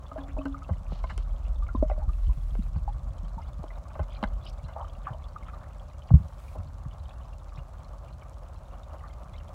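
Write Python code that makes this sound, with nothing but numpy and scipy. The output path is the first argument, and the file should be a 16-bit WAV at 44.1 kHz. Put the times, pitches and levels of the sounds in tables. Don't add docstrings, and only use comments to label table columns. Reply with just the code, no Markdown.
import sys
import numpy as np
from scipy import signal
from scipy.fft import rfft, irfft
from scipy.io import wavfile
from scipy.ndimage import uniform_filter1d

SR = 44100
rng = np.random.default_rng(int(sys.argv[2]) if len(sys.argv) > 2 else 0)


def log_audio(samples):
    frames = np.atleast_2d(samples).T
    limited = np.clip(frames, -1, 1)
    pcm = np.round(limited * 32767).astype(np.int16)
    wavfile.write(sys.argv[1], SR, pcm)


N = 420713
TIME = np.arange(N) / SR

# (time [s], level [dB])
WATER_FLOW = [(0.0, -45), (0.69, -40.5), (1.03, -34), (2.15, -28), (3.77, -42), (4.06, -39.5), (6.4, -46),
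              (6.54, -41.5), (8.32, -45.5), (9.54, -44)]
# (time [s], level [dB])
POOL_SLOSH = [(0.0, -52.5), (0.37, -54.5), (0.87, -55.5), (1.97, -56.5), (2.28, -61), (3.37, -53.5),
              (5.71, -53.5), (6.27, -56.5), (6.51, -56), (9.54, -52.5)]


def amp(db):
    return 10 ** (np.asarray(db) / 20)


def evened(x):
    return x / np.sqrt(np.mean(x ** 2) + 1e-20)


def curve_db(points, at=TIME):
    return np.interp(at, *np.transpose(points))


def add(mix, s, sound):
    part = mix[max(round(s * SR), 0):][:len(sound)]
    part += sound[:len(part)]


def noise(spectrum):
    hz, db = np.transpose(spectrum)
    bins_hz = np.fft.rfftfreq(N, 1 / SR)
    gain = amp(np.interp(np.log(bins_hz + 1), np.log(hz), db))
    return evened(irfft(rfft(rng.standard_normal(N)) * gain, N))


def drift(per_s):
    rolloff = np.exp(-(np.fft.rfftfreq(N, 1 / SR) / per_s) ** 2)
    return evened(irfft(rfft(rng.standard_normal(N)) * rolloff, N))


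def ring(hz, t60, glide=0., onset=0.001):
    t = np.arange(int(1.2 * t60 * SR) + 2) / SR
    tone = np.sin(2 * np.pi * hz * t * (1 + glide * t / t60))
    decay = np.exp(-np.log(1000) * t / t60)
    return tone * decay * (1 - np.exp(-t / onset))


def rumble(level_db=3, slow_db=-42, fast_db=-30):
    # (frequency [Hz], relative level [dB])
    slow_spectrum = [(18, -40), (30, -29.5), (43, 9.5), (58, 0.5), (75, 2.5), (100, -9), (125, -9.5),
                     (165, -16), (210, -23.5), (300, -32.5), (420, -53), (900, -80.5)]
    fast_spectrum = [(18, -37), (28, -16), (38, 13), (52, 4.5), (72, -1), (100, -22), (125, -19),
                     (165, -31.5), (210, -41), (300, -37), (420, -51.5), (900, -130.5)]
    flow_db = curve_db(WATER_FLOW)
    fast = np.clip((flow_db - slow_db) / (fast_db - slow_db), 0, 1)
    turbulence = np.sqrt(1 - fast) * noise(slow_spectrum) + np.sqrt(fast) * noise(fast_spectrum)
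    power = uniform_filter1d(turbulence ** 2, size=11000)
    return amp(flow_db + level_db) * turbulence / np.sqrt(power + 1e-9)


def thump(hz):
    swell_cycles, sag = 1.056, .24
    overtone_ratio, overtone_db, near_hz, width_octaves = 2.1, -10, 72, .5
    t = np.arange(SR // 3) / SR
    swell = swell_cycles / hz
    push = (t / swell * np.exp(1 - t / swell)) ** 2
    angle = 2 * np.pi * np.cumsum(hz * (1 + sag * np.exp(-t / swell))) / SR
    overtone = amp(overtone_db) * np.exp(-(np.log2(hz / near_hz) / width_octaves) ** 2)
    return push, push * (np.sin(angle) + overtone * np.sin(overtone_ratio * angle))


def thumps(churn_growth=0.64):
    # (time [s], level [dB], pitch it sinks toward [Hz])
    pushes = [(.329, -25.5, 40), (0.703, -19.5, 79), (.922, -32.5, 156), (1.749, -25, 230),
              (1.77, -18.5, 50.3), (1.8243, -19.5, 253), (2.07, -26, 70), (2.266, -17.5, 54.5),
              (2.37, -30.5, 119), (2.589, -25.5, 179), (2.754, -22, 70), (3.2299, -35, 152),
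              (3.368, -33, 152), (3.59, -31.5, 139), (3.995, -24, 70), (4.244, -23.5, 37),
              (4.319, -25, 41.7), (4.632, -32, 115), (5.1047, -28, 114), (6.11, -10.5, 118),
              (6.133, -4.5, 69.5), (6.136, -10, 114), (6.195, -26.5, 80), (6.235, -31, 70),
              (6.583, -30, 82.5), (6.856, -29.5, 124), (7.577, -31, 125)]
    churn_spectrum = [(100, -17.0), (180, 8.5), (300, -5), (380, -10), (600, -29.5), (1500, -69.0)]
    out, stir = np.zeros(N), np.zeros(N)
    for s, db, hz in pushes:
        push, tone = thump(hz)
        add(out, s, amp(db) * tone)
        add(stir, s, (amp(db) * hz / SR) ** churn_growth * push)
    return out + stir * noise(churn_spectrum)


def eddies(per_s=3, level_db=-2.5, spread_db=6, low_hz=105, high_hz=180):
    out = np.zeros(N)
    times = np.flatnonzero(rng.random(N) < per_s / SR) / SR
    for s, (size, weak) in zip(times, rng.random((len(times), 2))):
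        db = curve_db(WATER_FLOW, s) + level_db - spread_db * weak
        hz = low_hz * (high_hz / low_hz) ** size
        add(out, s, amp(db) * thump(hz)[1])
    return out


def case_ring(bright_db, middle_hz=900):
    # (frequency before slight detuning [Hz], level before tilt [dB], t60 [s])
    modes = [(288, -7.5, 0.016), (534, 0, 0.028), (624, 1, 0.034), (800, 3, 0.017), (1095, -0.5, 0.025),
             (1260, 1, 0.0095), (1407, -4, 0.015), (1562, -14.5, 0.041), (2110, -19, 0.034),
             (2730, -18, 0.01), (3110, -22.5, 0.02), (4110, -24, 0.0088), (5500, -30.5, 0.0038),
             (7330, -37, 0.0047), (9150, -43, 0.0037)]
    body = np.zeros(SR // 16)
    for k, (hz, db, t60) in enumerate(modes):
        level = amp(db + bright_db * np.log2(hz / middle_hz))
        tone = ring(hz * rng.uniform(0.97, 1.03), t60, onset=.0001)
        add(body, 0, (-1) ** k * level * tone)
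    return body


def knocks(grit=0.23):
    # (time [s], peak of the ringing [dB], brightness [dB per octave], decay of the scuff [s])
    contacts = [(0.113, -37, -1, 0.011), (0.176, -34, 1, 0.012), (0.366, -31.5, -9.5, 0.015),
                (0.454, -28, 2, 0.0056), (0.69, -29, -4, 0.013), (0.919, -33.5, -8, 0.0011),
                (1.0383, -28.5, 6.5, 0.0047), (1.098, -34.5, 8, 0.016), (1.178, -35, 11.5, 0.00036),
                (1.747, -33, -16, .001), (1.898, -31, 3, 0.002), (2.551, -35, 3, 0.00036),
                (2.759, -38, 2, 0.0031), (3.638, -30, 1, 0.00093), (3.9528, -32.5, -2.5, 0.0048),
                (3.991, -25, -2, 0.0093), (4.228, -19.5, 1.5, 0.00032), (4.237, -18, 2.5, 0.0014),
                (4.683, -39.5, 4.5, 0.021), (6.104, -26, -6.5, .003), (6.138, -36, -2, .003),
                (6.552, -34.5, -5, 0.019)]
    thud_db, thud_slip_s = -4.5, .0025
    thud_hz, thud_at_db, thud_octaves_per_db = 230, -23.5, .06
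    out, t = np.zeros(N), np.arange(SR // 12) / SR
    for s, db, bright_db, scuff in contacts:
        force = grit * rng.standard_normal(len(t)) * np.exp(-t / scuff)
        force[0] += 1
        knock = signal.fftconvolve(force, case_ring(bright_db))
        add(out, s, amp(db) * knock / abs(knock).max())
        thud = thump(thud_hz * 2 ** (thud_octaves_per_db * (thud_at_db - db)))[1]
        add(out, s, amp(db + thud_db) * np.exp(-scuff / thud_slip_s) * thud)
    return out


def rub(bright_db=6, grain_db=3, ring_share=0.6):
    # (time [s], level [dB])
    slide = [(.89, -67), (.94, -57), (1.02, -67), (1.10, -60), (1.15, -66), (1.23, -62)]
    friction_spectrum = [(500, -10), (1100, 1), (1800, -10), (2800, -3),
                         (4400, -4), (5000, -11), (6500, -15.0), (9000, -35)]
    friction = noise(friction_spectrum) * amp(grain_db * drift(120))
    ringing = evened(signal.oaconvolve(friction, case_ring(bright_db))[:N])
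    level = amp(np.interp(TIME, *np.transpose(slide), left=-np.inf, right=-np.inf))
    return level * evened(evened(friction) + ring_share * ringing)


def bubbles(twin_db=-10, twin_ratio=1.13, pocket_hz=275, pocket_t60=0.35):
    # (time [s], level [dB], starting pitch [Hz])
    singles = [(0.115, -33, 1220), (.160, -28, 617), (.183, -43, 1640), (.382, -33.5, 610),
               (.388, -40.5, 2545), (0.412, -36, 1110), (.544, -29.5, 1216), (0.62, -38, 1250),
               (1.039, -31, 1010), (1.6233, -38, 1172), (1.688, -34, 1365), (1.75, -27, 1016),
               (1.826, -12.5, 597), (1.8987, -27, 750), (1.914, -25.5, 594), (1.912, -45.5, 2000),
               (1.9775, -33.5, 604), (2.0179, -38, 820), (2.091, -37.5, 1196), (2.294, -43, 990),
               (2.878, -25, 809), (3.3795, -34, 901), (3.7043, -42, 2014), (4.237, -26, 1630),
               (4.465, -34, 2960), (5.069, -21, 1134), (5.361, -29, 1207), (5.484, -37.5, 1298),
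               (5.534, -38.5, 1194), (9.038, -39, 1176)]
    # (time [s], level [dB])
    jolts = [(0.117, -48), (.181, -36.5), (.285, -42.5), (.385, -33.5), (.454, -28.5)]
    ring_cycles, usual_db, damping = 70.8, -35.5, 0.328
    out = np.zeros(N)
    for s, db, hz in singles:
        t60 = ring_cycles / hz * amp(damping * (usual_db - db))
        add(out, s, amp(db) * ring(hz, t60, glide=0.045, onset=0.0011))
        twin_s = s + rng.random() * t60 / 10
        add(out, twin_s, amp(db + twin_db) * ring(hz * twin_ratio, t60 / 2))
    for s, db in jolts:
        add(out, s, amp(db) * ring(pocket_hz, pocket_t60, onset=0.001))
    return out


def splashes(spread_octaves=0.315, cycles=28, glide=0.03, wall_hz=480):
    # (middle [s], level before the wall [dB], middle pitch [Hz], length [s])
    clouds = [(0.233, -52.5, 720, 0.11), (0.295, -58.5, 1770, 0.046), (1.104, -47, 1426, 0.029),
              (3.397, -53, 890, 0.062), (3.908, -56, 1060, .03), (4.127, -60.5, 3200, 0.092),
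              (4.475, -57.5, 3600, .08), (4.795, -41.5, 817, .12), (5.08, -42.5, 1100, 0.04),
              (5.06, -59.5, 2170, 0.055), (5.125, -50.5, 797, .09), (5.484, -61.5, 2330, .044),
              (5.601, -64, 1330, 0.34), (6.09, -61, 2600, .02), (6.572, -56.5, 837, .08),
              (9.048, -60, 1320, 0.088)]
    out = np.zeros(N)
    for s, db, hz, length in clouds:
        cloud = np.zeros(int((length + .08) * SR))
        for early, late, size, strength in rng.random(size=(90, 4)):
            pitch = hz * 2 ** (2 * spread_octaves * (2 * size - 1))
            loudness = strength ** 2 * np.sqrt(pitch / hz)
            add(cloud, length * (early + late) / 2, loudness * ring(pitch, cycles / pitch, glide))
        rms = np.sqrt(np.sum(cloud ** 2) / (length * SR))
        add(out, s - length / 2, amp(db) * cloud / rms)
    wall = signal.butter(6, wall_hz, "highpass", fs=SR, output="sos")
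    return signal.sosfilt(wall, out)


def snaps(length=0.00041):
    # (time [s], level before the band filter [dB])
    bursts = [(.454, -42), (1.178, -31), (4.241, -46), (4.454, -43), (4.498, -42), (8.296, -46)]
    out, t = np.zeros(N), np.arange(300) / SR
    for s, db in bursts:
        add(out, s, amp(db) * rng.standard_normal(len(t)) * np.exp(-t / length))
    band = signal.butter(2, [4500, 10500], "bandpass", fs=SR, output="sos")
    return signal.sosfilt(band, out)


def fizz(level_db, low_hz, high_hz, per_s, cycles, spread_db, clumping, pop=1.2, twin=0.48):
    out, pitches = np.zeros(N), np.geomspace(low_hz, high_hz, num=120)
    busy = np.exp(clumping * drift(14))
    births = np.flatnonzero(rng.random(N) < per_s / SR * busy / busy.mean())
    rings = np.zeros((len(pitches), SR // 20))
    for one, hz, (damping, twin_size, lag) in zip(rings, pitches, rng.random((len(pitches), 3))):
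        add(one, 0, ring(hz, cycles / hz * (.5 + damping), glide=0.021, onset=0.0018))
        add(one, 0, pop * ring(hz, 8 / hz, onset=.0003))
        add(one, .006 * lag, twin * ring(hz * 2 ** (twin_size - .5), cycles / hz / 2))
    for n, (a, b, loud) in zip(births, rng.random((len(births), 3))):
        boost_db = spread_db * min(-np.log(loud), 3)
        add(out, n / SR, amp(boost_db) * rings[int((a + b) / 2 * len(rings))])
    return amp(level_db) * evened(out * amp(curve_db(POOL_SLOSH) / 2))


def pool(x, wet_db, t60):
    t = np.arange(SR // 4) / SR
    hits = rng.standard_normal(len(t)) * (rng.random(len(t)) < 2500 / SR)
    taps = hits * np.exp(-np.log(1000) * t / t60) * (t > .003)
    return x + amp(wet_db) * signal.oaconvolve(x, taps / np.linalg.norm(taps))[:N]


def wash(level_db=-0.25, flutter_db=1.95):
    # (frequency [Hz], relative level [dB])
    wash_spectrum = [(150, -3.5), (300, -6), (400, -8.5), (470, -7), (550, 4.5), (680, 1.5), (920, -3.5),
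                     (1200, -2), (1450, -12), (1800, -21), (2400, -24), (4500, -37.5), (9000, -40.5)]
    return amp(curve_db(POOL_SLOSH) + level_db + flutter_db * drift(34)) * noise(wash_spectrum)


def electronics(hiss_db=-70, tick_db=-49.5, second_db=-4, second_share=0.94, vary_db=1.1):
    # (frequency [Hz], relative level [dB])
    hiss_spectrum = [(1000, 12), (2500, 4), (4300, 4.5), (4900, -0.5), (5600, 3), (7600, 2), (9500, -8),
                     (10400, -7), (15800, -7.5)]
    # (start [s], end [s], level [dB])
    spells = [(2.08, 2.688, -68), (6.142, 6.403, -71), (6.395, 6.56, -64.5)]
    out = amp(hiss_db) * noise(hiss_spectrum)
    bright = noise([(2000, 7.5), (6000, -2.0), (9600, 0.0), (11000, -3), (15800, -4)])
    for start, end, db in spells:
        out += amp(db) * bright * ((TIME > start) & (TIME < end))
    first_s, period_s = .0329, .0500045
    ticks, t = np.zeros(N), np.arange(200) / SR
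    for s in np.arange(first_s, TIME[-1], period_s):
        level = amp(vary_db * rng.standard_normal())
        spark = rng.standard_normal((2, len(t))) * np.exp(-t / 0.001) * level
        add(ticks, s, spark[0])
        has_second = rng.random() < second_share
        add(ticks, s + rng.uniform(0.0032, 0.014), amp(second_db) * spark[1] * has_second)
    band = signal.butter(3, [2600, 8600], "bandpass", fs=SR, output="sos")
    return out + amp(tick_db) * signal.sosfilt(band, ticks)


def whine(level_db=-88, hz=10000, width_hz=240):
    return amp(level_db) * evened(drift(width_hz) * np.sin(2 * np.pi * hz * TIME))


def scene():
    fine = fizz(level_db=-71.5, low_hz=1808, high_hz=5670, per_s=90, cycles=43, spread_db=6.5, clumping=.8)
    coarse = fizz(level_db=-64.5, low_hz=816, high_hz=1490, per_s=99, cycles=12, spread_db=4, clumping=0.46)
    near = pool(knocks() + bubbles() + splashes(), wet_db=-12, t60=0.076)
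    far = pool(fine + coarse, wet_db=-6, t60=0.041)
    on_case = rumble() + thumps() + eddies() + rub() + snaps()
    return (on_case + near + far + wash() + electronics() + whine())[None]


def record(dry, edge_hz=15900):
    lowpass = signal.firwin(511, edge_hz, window=("kaiser", 9), fs=SR)
    return signal.oaconvolve(dry, lowpass[None], "same")


dry = scene()
out = record(dry)
log_audio(out)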